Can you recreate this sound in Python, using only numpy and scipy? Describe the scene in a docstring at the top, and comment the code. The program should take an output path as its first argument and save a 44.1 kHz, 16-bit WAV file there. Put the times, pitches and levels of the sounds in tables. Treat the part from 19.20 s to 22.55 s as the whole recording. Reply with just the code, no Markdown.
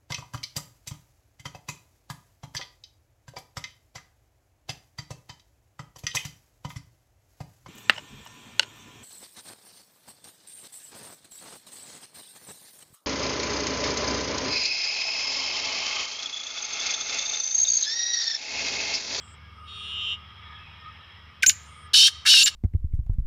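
"""Outdoors, close to a wire cage in a field: a francolin gives a thin swelling whine, a sharp click (a falling
chip and a high squeak), then two harsh rasps, the second breaking into the squeak for a moment.
The whine is drifting partials, the click gliding sines, the rasps rough pulses and noise through resonances.
Reflections near the cage hollow out the rasps, and the field echoes faintly. In the distance an engine hums
unsteadily under moving air, a far whirr, a soft wash of birds in noise bands and notes, and thin high trills."""
import sys
import numpy as np
from scipy import signal
from scipy.fft import rfft, irfft, next_fast_len
from scipy.io import wavfile
from scipy.ndimage import uniform_filter1d, map_coordinates

SR = 44100
rng = np.random.default_rng(int(sys.argv[2]) if len(sys.argv) > 2 else 0)


def store_wav(level_fs):
    """Save 16-bit WAV to argv[1]."""
    pcm = np.round(np.clip(np.atleast_2d(level_fs), -1, 1) * 32767)
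    wavfile.write(sys.argv[1], SR, pcm.T.astype(np.int16))


N = 147735
TIME = np.arange(N) / SR

# partials of the distant engine: (frequency [Hz], level before the moving level [dB])
HUM_PARTIALS = [(75.4, -56.5), (96.9, -62.5), (150.7, -67.5), (188.4, -71.5), (226.1, -75.5)]
# moving level added to every engine partial: (time [s], level [dB])
HUM_LEVEL = [(0, 4), (.9, 4.5), (1.75, 2.5), (1.85, -6), (2.05, 2), (2.7, 2.5), (2.78, -32), (3.0, 6),
             (3.15, -18), (3.35, 0)]
HUM_WAVER_DB, HUM_DRIFT_RAD = 1.3, 0.3
# spectrum of the moving air: (frequency [Hz], relative level [dB])
AIR_SPECTRUM = [(15, -68), (25, -8), (50, -18), (81, 5), (202, -14), (271, -18.5), (501, -18.5),
                (691, -21.5), (1030, -16.5), (1240, -6), (1500, -16.5), (2130, -22.5), (2930, -25.5),
                (3260, -45), (4500, -30.5), (5280, -21.5), (6370, -44), (12800, -48.5), (15000, -49)]
AIR_DB = -53.5
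# bands of the distant birds: (centre [Hz], width [Hz], level before the moving level [dB])
CHORUS_BANDS = [(938, 102, -12.5), (1696, 220, -12.5), (2192, 240, -7.5), (2840, 200, -9),
                (3257, 130, -5.5), (3830, 210, -15), (5200, 93, -17.5)]
# moving level of all the distant birds: (time [s], level [dB])
CHORUS_LEVEL = [(0, -55), (.35, -58.5), (.7, -55.5), (1.2, -50.5), (1.7, -50.5), (1.95, -51.5),
                (2.15, -56.5), (2.6, -55.5), (3.35, -54)]
CHORUS_SWING_DB = 1.8
# single far-off notes; the glide is a share of pitch, the level comes before the moving level
FAR_LOW_HZ, FAR_HIGH_HZ, FAR_LENGTH_S, FAR_GLIDE, FAR_DB = 1588, 3873, 0.045, 0.044, -5.5
# far-off steady whirr: (time [s], level [dB])
WHIRR_LEVEL = [(0, -65), (.2, -62), (.45, -50), (.95, -51), (1.08, -55.5), (1.3, -51.5), (1.58, -61.5),
               (1.68, -43), (1.74, -64), (1.82, -54.5), (1.92, -80), (2.6, -52.5), (3.35, -62)]
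WHIRR_HZ, WHIRR_WIDTH_HZ = 1243, 40.5
# thin reeling trills: (start [s], end [s], level before mixing [dB], centre [Hz], swell [s])
TRILLS = [(-.2, 0.144, -60, 7860, 0.15), (0.303, 0.741, -61, 8900, 0.28), (2.32, 2.669, -61, 8870, 0.16)]
TRILL_RATE_HZ, TRILL_SWEEP_HZ, TRILL_SWELL_DB, TRILL_RELEASE_S = 130, 1840, 26.5, 0.0093

# effort of the whine: (time [s], level [dB])
WHINE_LEVEL = [(0.44, -84), (0.484, -45.5), (0.534, -43), (0.854, -30.5), (0.93, -30), (0.948, -37),
               (0.96, -47), (0.98, -66)]
# shared drift of the whine's partials: (time [s], pitch [ratio])
WHINE_PITCH = [(.46, 1.008), (.53, 1), (.6, .998), (.68, 1.001), (.78, 1), (.83, 1.002), (.89, .999),
               (.97, 1)]
# partials of the whine: (frequency [Hz], level before opening [dB], level when open [dB])
WHINE_PARTIALS = [(409, -24, -33), (2056, -26, -29), (2460, -17, -23), (2530, -16, -20), (2740, -9, -8),
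                  (2871, -8, -5), (3084, -10, 0), (3283, -2, -5), (3429, -10, -11), (3693, -3, -9),
                  (3769, -13, -21), (4103, -15, -24), (4455, -17, -36), (5744, -22, -30), (6970, -28, -38)]
# when the whine's colour opens: (start [s], end [s])
WHINE_OPEN_S = (.56, .78)
# colour of the rustle in the whine: (frequency [Hz], relative level [dB])
WHINE_NOISE = [(1500, -19.5), (2300, -21), (2800, 10), (3700, 0), (4300, -24), (4700, -25), (5200, -8),
               (6300, -23), (7200, -9), (8000, -21), (9500, -28), (12000, -42), (15000, -49)]
WHINE_NOISE_DB = -10.5  # under the whine's tone

# clean falling chip: (time [s], pitch [Hz], level [dB])
CHIP = [(2.224, 3620, -30.5), (2.229, 2860, -29.5), (2.2325, 2277, -9.5), (2.2355, 1700, -22.5),
        (2.238, 1550, -16), (2.243, 1522, -19), (2.249, 1530, -43)]
# high squeak after it: (time [s], pitch [Hz], level [dB])
SQUEAK = [(2.261, 1513, -40), (2.263, 2713, -29), (2.265, 5900, -17.5), (2.268, 6636, -8.5),
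          (2.276, 7200, -22), (2.281, 7330, -13), (2.29, 7150, -13.5), (2.2945, 6823, -9),
          (2.297, 2926, -18), (2.3, 1600, -26.5), (2.307, 1500, -54)]
# squeak that breaks into the last rasp: (time [s], pitch [Hz], level [dB])
BREAK = [(3.232, 6590, -30), (3.24, 7200, -15.5), (3.247, 7380, -19), (3.256, 7240, -20.5),
         (3.2595, 7180, -15.5), (3.263, 2750, -25), (3.266, 1666, -30), (3.274, 1588, -43)]
OVERTONE_DB, WHISTLE_WANDER = -20.5, 0.0095  # the wander is a share of pitch
# rough bursts where the voice changes register: (time [s], level [dB], t60 [s])
BURSTS = [(2.2255, -26.5, .04), (2.232, -19, .045), (2.263, -13, .025), (2.2955, -17, .055)]
# colour of the bursts: (frequency [Hz], relative level [dB])
BURST_COLOUR = [(150, -18.5), (400, -22.5), (900, -37), (1600, -4.5), (2800, 8), (4500, 4.5), (7000, 5.5),
                (10000, -3), (13000, -27), (15000, -10)]
# soft low thumps under the squeaks: (time [s], level [dB], t60 [s])
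THUMPS = [(2.279, -39.5, 0.056), (2.295, -40, 0.026), (3.243, -41.5, 0.027)]
# colour of the thumps: (frequency [Hz], relative level [dB])
THUMP_COLOUR = [(80, -28), (190, 7), (420, 1), (750, -14.5), (1500, -45)]
PUFF_RISE_S = 0.004  # time for a 60 dB rise

# effort of the rasps, one table per call: (time [s], level [dB])
RASP_LEVELS = [
    [(2.734, -25), (2.742, -13), (2.854, -13.5), (2.878, -15), (2.9, -40.5)],
    [(3.05, -49), (3.064, -17.5), (3.108, -12), (3.232, -15), (3.252, -56), (3.26, -22), (3.28, -16),
     (3.305, -51)],
]
# throaty band under the rasps, one table per call: (time [s], level [dB])
THROATY_LEVELS = [
    [(2.734, -47), (2.738, -32.5), (2.776, -49.5), (2.782, -43), (2.862, -50), (2.884, -29.5), (2.9, -64)],
    [(3.053, -31), (3.065, -21), (3.113, -42), (3.165, -36.5), (3.235, -41), (3.251, -89), (3.263, -32.5),
     (3.283, -26), (3.305, -80)],
]
# pulses of the rasps: (time [s], rate [Hz], roughness [0-1])
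PULSING = [(2.735, 275.5, .5), (2.78, 277.8, .4), (2.82, 275.9, .2), (2.86, 237.7, .2), (2.885, 227.7, .7),
           (3.06, 301, .9), (3.1, 294.9, .5), (3.14, 261.3, .3), (3.18, 265, .35), (3.23, 273.3, .5),
           (3.28, 257.5, .9)]
JITTER_S, SCATTER_DB, FLUTTER = 0.00006, 6, 0.015  # the flutter is a share of the pulse rate
# moving resonances of the rasps: (time [s], first [Hz], second [Hz], third [Hz])
FORMANTS = [(2.735, 2966, 3853, 5044), (2.791, 3018, 3915, 5623), (2.818, 3050, 3617, 5214),
            (2.844, 3160, 3797, 5680), (2.88, 3170, 3680, 5520), (3.08, 2750, 3750, 5315),
            (3.111, 3050, 3830, 5430), (3.15, 2860, 3890, 5380), (3.2, 2720, 3672, 5390),
            (3.235, 2800, 3880, 5620), (3.28, 2900, 3830, 5450)]
# the three resonances in order: (width [Hz], level [dB])
FORMANT_SHAPE = [(110, -10), (110, -17), (110, -21)]
# clear threads of tone on the three resonances, before a doubling and the roughness: (level [dB])
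THREAD_DB = [-7.5, -13, -10.5]
THREAD_WANDER = 0.0092  # share of pitch
# bright colour of the throat: (frequency [Hz], relative level [dB])
THROAT = [(1200, -39.5), (2000, -26.5), (2400, -20.5), (2700, -5), (3000, -5), (3700, 1.5), (4500, 0.5),
          (5400, -4), (6300, -5.5), (7500, -7), (8300, -6.5), (9500, -13), (11000, -22.5), (12500, -31.5),
          (13700, -35), (15000, -23), (15600, -35)]
# colour of the throaty band: (frequency [Hz], relative level [dB])
THROAT_LOW = [(150, -55), (450, -39), (850, -34), (1100, -21.5), (1400, -10), (1620, 3), (1850, -1),
              (2200, -2.5), (2700, -15), (5000, -58)]
# bands cancelled by close reflections, reinforced where negative: (centre [Hz], width [Hz], depth [dB])
HOLLOWS = [(1960, 80, 16), (2450, 50, -2.5), (3420, 69, 12), (4073, 30, 31), (4840, 41, 14.5),
           (5600, 60, -0.5), (6250, 51, 20.5), (6960, 90, 14), (8220, 390, 13.5)]

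# echo close to the cage: (frequency [Hz], t60 [s])
NEAR = [(200, .05), (3000, 0.066), (14000, 0.1)]
# ringing of the whistles in the cage: (frequency [Hz], t60 [s])
CAGE_RING = [(1000, .03), (3000, 0.066), (7000, 0.14), (14000, 0.12)]
# echo of the open field: (frequency [Hz], t60 [s])
FIELD = [(200, .4), (3000, 0.82), (7000, 0.49), (14000, .3)]
# late return from the trees: (frequency [Hz], t60 [s])
TREES = [(1000, .1), (5000, 0.18), (7000, .45), (14000, .5)]
# scatter of the trills in the bushes: (frequency [Hz], t60 [s])
LEAVES = [(5000, .05), (12000, .05)]
NEAR_DB, CAGE_RING_DB, FIELD_DB = -13.5, -15.5, -26
TREES_DB, TREES_DELAY_S = -41, 0.11
PEAK_TOP, TOP_HZ = 0.65, 15550  # microphone: peak ceiling (full scale 1) and band limit


def amp(db):
    """Decibels to gain."""
    return 10 ** (np.asarray(db) / 20)


def unit(x):
    """Scaled to rms 1."""
    return x / np.sqrt(np.mean(x ** 2) + 1e-20)


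def along(points, hz):
    """Values of (Hz, value) points, read on a log frequency axis."""
    f, v = np.transpose(points)
    return np.interp(np.log(hz + 1), np.log(f + 1), v)


def curves(rows):
    """One value per sample for each column after the time."""
    s, *columns = np.transpose(rows)
    return [np.interp(TIME, s, column) for column in columns]


def envelope(rows):
    """Gain from the last column (dB), silent outside the rows."""
    return amp(curves(rows)[-1]) * (TIME >= rows[0][0]) * (TIME <= rows[-1][0])


def wobble(rate):
    """A smooth random curve with rate knots a second."""
    return map_coordinates(rng.standard_normal(int(N * rate / SR) + 4), [TIME * rate])


def turning(hz):
    """Phase in radians of a changing frequency."""
    return 2 * np.pi * np.cumsum(hz) / SR


def coloured(x, db_of_hz):
    """x through a causal minimum-phase filter with the given gain, at rms 1."""
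    m = 2 * next_fast_len(N)
    cepstrum = irfft(np.log(amp(db_of_hz(np.fft.rfftfreq(m, 1 / SR))) + 1e-6))
    # folding the cepstrum forward makes the filter causal
    cepstrum[1:m // 2] *= 2
    cepstrum[m // 2 + 1:] = 0
    return unit(irfft(rfft(x, m) * np.exp(rfft(cepstrum)))[:N])


def noise(db_of_hz):
    """Steady noise of rms 1 with the given spectrum."""
    m = next_fast_len(N + SR // 4, True)
    gain = amp(db_of_hz(np.fft.rfftfreq(m, 1 / SR)))
    return unit(irfft(rfft(rng.standard_normal(m)) * gain, m)[:N])


def band(hz, width):
    """A band of noise with steep sides."""
    def shape(f):
        sides = -20 * np.log10(1 + ((f - hz) / width) ** 2)
        return sides - 10 * np.log10(1 + (f / (2 * hz)) ** 8)
    return noise(shape)


def hollows(hz):
    """Gain in dB where close reflections cancel or reinforce the sound."""
    return -sum(db / (1 + ((hz - centre) / width) ** 2) for centre, width, db in HOLLOWS)


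def echo(x, decay):
    """A diffuse tail of decaying noise in which each frequency dies at its own speed."""
    hz, t, z = signal.stft(rng.standard_normal(SR), SR, nperseg=256)
    tail = signal.istft(z * amp(-60 * t / along(decay, hz)[:, None]), SR, nperseg=256)[1]
    delayed = np.pad(tail, (SR // 300, 0))
    return signal.fftconvolve(x, delayed / np.linalg.norm(tail))[:N]


def engine_hum():
    """A distant engine: low sine partials whose levels and phases waver, with a moving overall level."""
    hum = np.zeros(N)
    for hz, db in HUM_PARTIALS:
        gain = np.sqrt(2) * amp(db + HUM_WAVER_DB * wobble(14))
        hum += gain * np.sin(2 * np.pi * hz * TIME + HUM_DRIFT_RAD * wobble(10))
    return amp(curves(HUM_LEVEL)[0]) * hum


def moving_air():
    """Moving air at the microphone's place: steady, mostly low noise."""
    return amp(AIR_DB) * noise(lambda f: along(AIR_SPECTRUM, f))


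def far_calls(count):
    """Short gliding notes, scattered in time and pitch and blurred by distance."""
    out = np.zeros(N + SR)
    t = np.arange(SR // 4) / SR
    u = (t - t.mean()) / FAR_LENGTH_S
    for when, height, slope, size in rng.random((count, 4)):
        pitch = FAR_LOW_HZ * (FAR_HIGH_HZ / FAR_LOW_HZ) ** height
        hz = pitch * (1 + FAR_GLIDE * (2 * slope - 1) * u)
        out[int(when * N):][:len(t)] += (0.5 + size) * np.exp(-u ** 2) * np.sin(turning(hz))
    return unit(echo(out[:N], FIELD))


def distant_birds():
    """Far-off birds merge into swinging bands of noise, with faint single notes among them."""
    wash = sum(amp(db + CHORUS_SWING_DB * wobble(33)) * band(hz, width) for hz, width, db in CHORUS_BANDS)
    return amp(curves(CHORUS_LEVEL)[0]) * (wash + amp(FAR_DB) * far_calls(count=60))


def far_whirr():
    """A far whirr: a narrow noise band at steady pitch and changing level."""
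    return amp(curves(WHIRR_LEVEL)[0]) * band(WHIRR_HZ, WHIRR_WIDTH_HZ)


def trills():
    """An insect or tiny bird reels out high downward sweeps; each trill swells and stops short."""
    out = np.zeros(N)
    for start, end, db, hz, swell_s in TRILLS:
        cycle = (turning(TRILL_RATE_HZ * (1 + 0.019 * wobble(20))) / (2 * np.pi)) % 1
        pitch = hz + TRILL_SWEEP_HZ * (0.5 - cycle) + 25 * wobble(130)
        sweeps = unit(np.sin(np.pi * cycle) * np.sin(turning(pitch)))
        gate = np.clip(np.minimum(TIME - start, end - TIME) / TRILL_RELEASE_S, 0, 1)
        swell_db = -TRILL_SWELL_DB * np.clip(1 - (TIME - start) / swell_s, 0, 1)
        out += sweeps * gate * amp(db + swell_db + wobble(68))
    return out


def whine():
    """A nasal note whose colour opens as it swells; its partials drift together over a soft rustle."""
    clock = turning(curves(WHINE_PITCH)[0] * (1 + 0.0008 * wobble(60)))
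    opening = np.interp(TIME, WHINE_OPEN_S, (0, 1))
    tone, power = np.zeros(N), np.zeros(N)
    for hz, closed_db, open_db in WHINE_PARTIALS:
        gain = amp(closed_db + (open_db - closed_db) * opening + 1.6 * wobble(20))
        tone += gain * np.cos(hz * clock + 0.16 * wobble(20))
        power += gain ** 2
    tone = unit(tone / np.sqrt(power))  # the effort alone sets the level
    rustle = noise(lambda f: along(WHINE_NOISE, f) + hollows(f))
    return envelope(WHINE_LEVEL) * (tone + amp(WHINE_NOISE_DB) * rustle)


def whistles():
    """Chip, squeak and break: fast clean sine glides with a weak octave."""
    out = np.zeros(N)
    for rows in (CHIP, SQUEAK, BREAK):
        phase = turning(curves(rows)[0] * (1 + WHISTLE_WANDER * wobble(700)))
        tone = np.sin(phase) + amp(OVERTONE_DB) * np.sin(2 * phase)
        out += np.sqrt(2) * envelope(rows) * tone
    return out


def puffs(rows, colour):
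    """Short noisy cracks or thumps as the voice jumps between registers."""
    level = np.zeros(N)
    for s, db, t60 in rows:
        slope_s = np.where(TIME < s, PUFF_RISE_S, t60)
        level += amp(db - 60 * np.abs(TIME - s) / slope_s)
    return level * noise(lambda f: along(colour, f) + hollows(f))


def pulse_train(phase, rough):
    """Band-limited clicks, one a cycle, late or early by the roughness and uneven in strength."""
    cycles = np.arange(1, phase[-1] // (2 * np.pi))
    at = np.interp(cycles * 2 * np.pi, phase, np.arange(N))
    chance = rng.standard_normal((N // 100, 2))[:len(at)]
    at = at + SR * JITTER_S * chance[:, 0] * rough[at.astype(int)]
    # a windowed sinc places each click between samples
    taps = at.astype(int)[:, None] + np.arange(-7, 9)
    offset = taps - at[:, None]
    click = np.sinc(offset) * np.cos(np.pi * offset / 16) ** 2
    strength = amp(SCATTER_DB * chance[:, 1:])
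    pulses = unit(np.bincount(np.clip(taps, 0, N - 1).ravel(), (click * strength).ravel(), N))
    return coloured(pulses, lambda f: -12 / (1 + (6500 / (f + 1)) ** 6))  # softer treble


def resonance(x, hz, width_hz):
    """A resonance with a moving centre: x is shifted to zero frequency, smoothed and shifted back."""
    carrier = np.exp(1j * turning(hz))
    smoothed = signal.lfilter([1], [1, -np.exp(-np.pi * width_hz / SR)], x / carrier)
    return unit((smoothed * carrier).real)


def rasps():
    """Uneven pulses and gated turbulence ring the throat and its moving resonances."""
    hz, rough = curves(PULSING)
    phase = turning(hz * (1 + FLUTTER * wobble(110)))
    pulses = pulse_train(phase, rough)
    turbulence = unit(rng.standard_normal(N) * (1 + 0.3 * np.cos(phase - 2)))
    source = 0.59 * np.sqrt(1 - rough) * pulses + np.sqrt(rough) * turbulence
    bright = coloured(source, lambda f: along(THROAT, f))
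    centres = curves(FORMANTS)
    ringing = sum(amp(db) * resonance(bright, centre, width)
                  for centre, (width, db) in zip(centres, FORMANT_SHAPE))
    voice = unit(bright + ringing)
    # threads of tone come clear where the rasp is least rough
    for centre, db in zip(centres, THREAD_DB):
        thread = np.sin(turning(centre * (1 + THREAD_WANDER * wobble(250))))
        voice = voice + 2 * amp(db) * (1 - rough) ** 2 * thread
    # the membrane's swing is limited
    voice = voice / np.sqrt(np.abs(uniform_filter1d(voice ** 2, size=110)) + 0.065)
    voice = coloured(voice, lambda f: hollows(f) - 25 / (1 + (f / 1700) ** 8))
    throaty = coloured(source, lambda f: along(THROAT_LOW, f) + hollows(f))
    return voice * sum(map(envelope, RASP_LEVELS)) + throaty * sum(map(envelope, THROATY_LEVELS))


def tree_return(clear):
    """The whistles' treble comes back late and diffuse from the trees."""
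    high = signal.sosfilt(signal.butter(4, 5000, "high", fs=SR, output="sos"), clear)
    return amp(TREES_DB) * np.interp(TIME - TREES_DELAY_S, TIME, echo(high, TREES), left=0)


def scene():
    """The caged bird with its near and far echoes, before the distant background and the trills."""
    background = engine_hum() + moving_air() + distant_birds() + far_whirr()
    reeling = trills()
    reeling = 0.44 * reeling + 0.95 * echo(reeling, LEAVES)
    clear = whistles()
    bird = whine() + clear + puffs(BURSTS, BURST_COLOUR) + puffs(THUMPS, THUMP_COLOUR) + rasps()
    near = amp(NEAR_DB) * echo(bird, NEAR) + amp(CAGE_RING_DB) * echo(clear, CAGE_RING)
    far = amp(FIELD_DB) * echo(bird, FIELD) + tree_return(clear)
    return (bird + near + far + background + reeling)[None]


def record(dry):
    """The microphone rounds the highest peaks and keeps nothing above its band limit."""
    soft = dry / (1 + np.abs(dry / PEAK_TOP) ** 8) ** (1 / 8)
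    m = next_fast_len(N + SR // 2)
    keep = np.clip((TOP_HZ - np.fft.rfftfreq(m, 1 / SR)) / 200 + 0.5, 0, 1)  # 200 Hz wide edge
    return irfft(rfft(soft, m) * keep, m)[..., :N]


dry = scene()
out = record(dry)
store_wav(out)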